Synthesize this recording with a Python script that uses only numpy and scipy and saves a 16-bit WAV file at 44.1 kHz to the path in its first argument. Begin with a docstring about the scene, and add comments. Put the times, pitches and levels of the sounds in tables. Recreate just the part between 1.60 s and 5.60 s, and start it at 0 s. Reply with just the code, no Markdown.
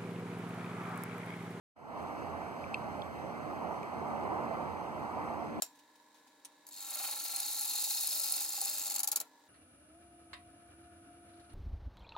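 """A low, distant rush, like wind or traffic, fades in, then swells and eases along a calm river bank.
Close to the microphone a few drops plink, each a surface tick and a ringing bubble; larger bubbles gulp.
Behind them lie a thin, steady hiss of water and leaves and a faint, far drone.
Two closely spaced microphone ports pick it all up, the left one later and mostly weaker in the lows."""
import sys
import numpy as np
from scipy import signal
from scipy.fft import rfft, irfft
from scipy.io import wavfile
from scipy.ndimage import uniform_filter1d

SR = 44100
rng = np.random.default_rng(int(sys.argv[2]) if len(sys.argv) > 2 else 0)


def transcribe(signal):
    """Save signal, clipped to [-1, 1], as a 16-bit WAV file at the path in sys.argv[1]."""
    frames = np.atleast_2d(signal).T
    limited = np.clip(frames, -1, 1)
    pcm = np.round(limited * 32767).astype(np.int16)
    wavfile.write(sys.argv[1], SR, pcm)


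N = 176400


def distant_rush():
    """A far roar of low noise that swells most in its middle range."""
    # spectrum of the rush: frequency_hz, density_db
    spectrum = [(25, -101), (42, -87), (60, -85), (100, -76.5), (130, -73), (190, -71.5), (270, -71.5),
                (350, -71), (450, -71.5), (550, -71), (700, -67), (850, -68.5), (1050, -72), (1250, -76),
                (1550, -87), (2100, -87), (2600, -102.5), (3300, -110), (6000, -130)]
    # its rise and fall: time_s, gain_db
    swell = [(0.3, 0), (0.55, -1.5), (0.78, -1), (1.08, -4.5), (1.3, 0.1), (1.5, -3.4), (1.88, -1.5),
             (2.08, 1.3), (2.28, -1.5), (2.48, 2.1), (2.66, 4.5), (2.97, 2), (3.12, 1.1), (3.27, -2),
             (3.5, 0.4), (3.7, 3), (3.9, -2), (4.0, -0.7)]
    # how strongly each band follows: frequency_hz, swell_share
    follow = [(80, 0.37), (160, 0.5), (280, 0.84), (450, 0.87), (680, 0.81), (920, 1.29), (1250, 0.71),
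              (3000, 0.9)]

    def density_db(hz, t):
        return at_hz(spectrum, hz) + at_hz(follow, hz) * at_time(swell, t)

    return stereo_noise(density_db, patchy_db=1.16, flicker_db=0.0)


def close_drops():
    """Each drop ticks on the water and traps a bubble that rings briefly as its pitch bends."""
    # drops on the water; the row at 1.1428 s is a second, smaller bubble of the drop just before it: start_s,
    # bubble_db, pitch_hz, bend_hz, tick_db, tick_top_hz
    drops = [(1.0395, -37.5, 2440, -300, -59, 3600), (1.1423, -22.5, 2440, 400, -42, 7900),
             (1.1428, -44, 4220, 0, -37, 4000), (1.418, -39, 3460, -150, -44.5, 4180),
             (2.2300, -43, 2460, -350, -48.5, 8000)]
    # reflections of each drop: delay_s, gain_db
    echoes = [(.0060, -21), (0.0106, -24), (0.015, -29)]
    rise_s, onset_s, decay_s, bend_s = 0.0021, 0.0004, 0.0012, 0.0075
    ring_db, ring_s = -41, 0.0077
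    tick_s, tick_low_hz = 0.0023, 2960
    out, t = np.zeros(N), np.arange(SR // 20) / SR
    rise = np.minimum(t / rise_s, 1) ** .5 / (1 + np.exp((rise_s - t) / onset_s))
    envelope = rise * (np.exp(-t / decay_s) + amp(ring_db) * np.exp(-t / ring_s))
    for start_s, bubble_db, pitch_hz, bend_hz, tick_db, tick_top_hz in drops:
        glide_hz = pitch_hz + bend_hz * (1 - np.exp(-t / bend_s))
        bubble = envelope / envelope.max() * np.sin(2 * np.pi * np.cumsum(glide_hz) / SR)
        band = signal.butter(2, [tick_low_hz, tick_top_hz], "band", fs=SR, output="sos")
        tick = signal.sosfilt(band, rng.standard_normal(len(t)) * np.exp(-t / tick_s))
        plink = amp(bubble_db) * bubble + amp(tick_db) * tick / abs(tick).max()
        add(out, start_s, plink)
        for delay_s, echo_db in echoes:
            add(out, start_s + delay_s, amp(echo_db) * plink)
    return out


def water_gulps():
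    """Larger bubbles ring lower, swelling and dying softly."""
    # soft gulps: start_s, level_db, pitch_hz
    gulps = [(2.104, -33, 696), (3.822, -33.5, 710)]
    rise_s = 0.0053
    out, t = np.zeros(N), np.arange(SR // 15) / SR
    envelope = (t / rise_s * np.exp(1 - t / rise_s)) ** 2
    for start_s, level_db, pitch_hz in gulps:
        add(out, start_s, amp(level_db) * envelope * np.sin(2 * np.pi * pitch_hz * t))
    return out


def bank_hiss():
    """Water and leaves make a thin, even hiss."""
    # spectrum of the hiss: frequency_hz, density_db
    spectrum = [(600, -100), (1400, -85), (2100, -87), (2600, -92), (3300, -99.7), (4500, -103.2),
                (7000, -106), (8000, -106.5), (10000, -109.7), (15000, -114)]
    return stereo_noise(lambda hz, t: at_hz(spectrum, hz), patchy_db=1.2, flicker_db=0.4)


def far_drone():
    """Narrow bands of noise, heard as low, wavering tones that come and go."""
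    # tones ahead of the port balance: pitch_hz, half_width_hz, left_db, right_db, swell_share
    tones = [(84.4, 3.7, -64, -55.5, 0.14), (153.5, 11, -61.5, -62, 0.25), (229.2, 7.1, -48, -60, 0.92),
             (301.5, 5, -52, -62, 0.89)]
    # rise and fall of the drone: time_s, gain_db
    swell = [(0.45, 1), (0.85, -4), (1.25, 3), (1.45, -6.5), (1.65, 4), (2.1, -3), (2.6, 2), (3.25, -3.5),
             (3.65, 3), (4.0, 12)]
    hz, out = np.fft.rfftfreq(N, 1 / SR), np.zeros((2, N))
    swell_db = at_time(swell, np.arange(N) / SR)
    for pitch_hz, half_width_hz, left_db, right_db, swell_share in tones:
        peak = 1 / (1 + ((hz - pitch_hz) / half_width_hz) ** 2)
        tone = unit_rms(irfft(rfft(rng.standard_normal((2, N))) * peak, N))
        out += amp([[left_db], [right_db]]) * amp(swell_share * swell_db) * tone
    return out


def stereo_noise(density_db, patchy_db, flicker_db):
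    """Noise partly alike at both ports, shaped by density_db(hz, t), with drifting patches and flicker."""
    # how alike the two ports sound: frequency_hz, correlation
    likeness = [(40, .2), (120, 0.23), (170, 0.6), (300, 0.42), (480, 0.09), (580, 0.76), (750, 0.77),
                (1000, 1), (1200, 0.68), (1450, 0.85), (1800, 0.9), (2200, 0.91), (3000, 1)]
    # ceiling on that likeness, lower in the treble: frequency_hz, correlation
    ceiling = [(2200, .995), (4500, .955)]
    frames = dict(nperseg=2048, noverlap=1536)
    hz, t, (apart, right) = signal.stft(rng.standard_normal((2, N)), SR, **frames)
    hz = hz[:, None]
    patches = uniform_filter1d(rng.standard_normal((len(t), len(hz))), size=7, axis=0)  # along time
    patches = unit_rms(uniform_filter1d(patches, size=16, axis=1)).T  # along frequency
    flicker = unit_rms(uniform_filter1d(rng.standard_normal(len(t)), size=4))
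    alike = np.clip(at_hz(likeness, hz), 0, at_hz(ceiling, hz))
    left = alike * right + np.sqrt(1 - alike ** 2) * apart
    gain = amp(density_db(hz, t) + patchy_db * patches + flicker_db * flicker) * np.sqrt(SR / 2)
    return signal.istft(np.array([left, right]) * gain, SR, **frames)[1][:, :N]


def amp(db):
    """Decibels to gain."""
    return 10 ** (np.asarray(db) / 20)


def unit_rms(x):
    """Scales to an rms of one."""
    return x / np.sqrt(np.mean(x ** 2) + 1e-20)


def at_hz(points, hz):
    """Reads a table along a log-frequency axis."""
    points_hz, values = np.transpose(points)
    return np.interp(np.log(hz + 1), np.log(points_hz + 1), values)


def at_time(points, t):
    """Reads a table along time."""
    return np.interp(t, *np.transpose(points))


def add(mix, start_s, sound):
    """Mixes a sound in at start_s."""
    part = mix[round(start_s * SR):][:len(sound)]
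    part += sound[:len(part)]


def scene():
    """The river bank, near and far, as it reaches the two ports."""
    return distant_rush() + bank_hiss() + far_drone() + close_drops() + water_gulps()


def record(dry):
    """The ports differ in arrival time, level and phase; the sound is band-limited and fades in."""
    # left port relative to right: frequency_hz, gain_db
    balance = [(40, 4), (130, -4), (270, -6), (450, -7), (700, -8.5), (850, -4.4), (1050, 0.8), (1250, 0.5),
               (1550, -2), (2000, 0), (15000, 0)]
    # left port's phase on top of its delay, inverted in the treble: frequency_hz, phase_half_turns
    twist = [(60, 0), (200, .25), (450, .62), (900, 1), (15000, 1)]
    # fade-in, silent until its first point: time_s, gain_db
    fade = [(.148, -68), (.165, -19), (.2, -13.5), (.3, -6.5), (.39, 0)]
    left_delay_s, low_cut_hz, high_cut_hz = 0.00056, 37, 15500
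    hz, t = np.fft.rfftfreq(N, 1 / SR), np.arange(N) / SR
    left_gain = amp(at_hz(balance, hz))
    left_phase = np.exp(1j * np.pi * (at_hz(twist, hz) - 2 * hz * left_delay_s))
    equal_power = np.sqrt(2 / (1 + left_gain ** 2))
    ports = np.array([left_gain * left_phase, np.ones(len(hz))]) * equal_power
    low_cut = 1 - np.exp(-(hz / low_cut_hz) ** 7)
    picked_up = irfft(rfft(dry) * ports * low_cut, N)
    fade_in = amp(at_time(fade, t)) * (t > fade[0][0])
    high_cut = signal.firwin(511, high_cut_hz, window=("kaiser", 9), fs=SR)
    return signal.oaconvolve(picked_up * fade_in, high_cut[None], "same")


dry = scene()
out = record(dry)
transcribe(out)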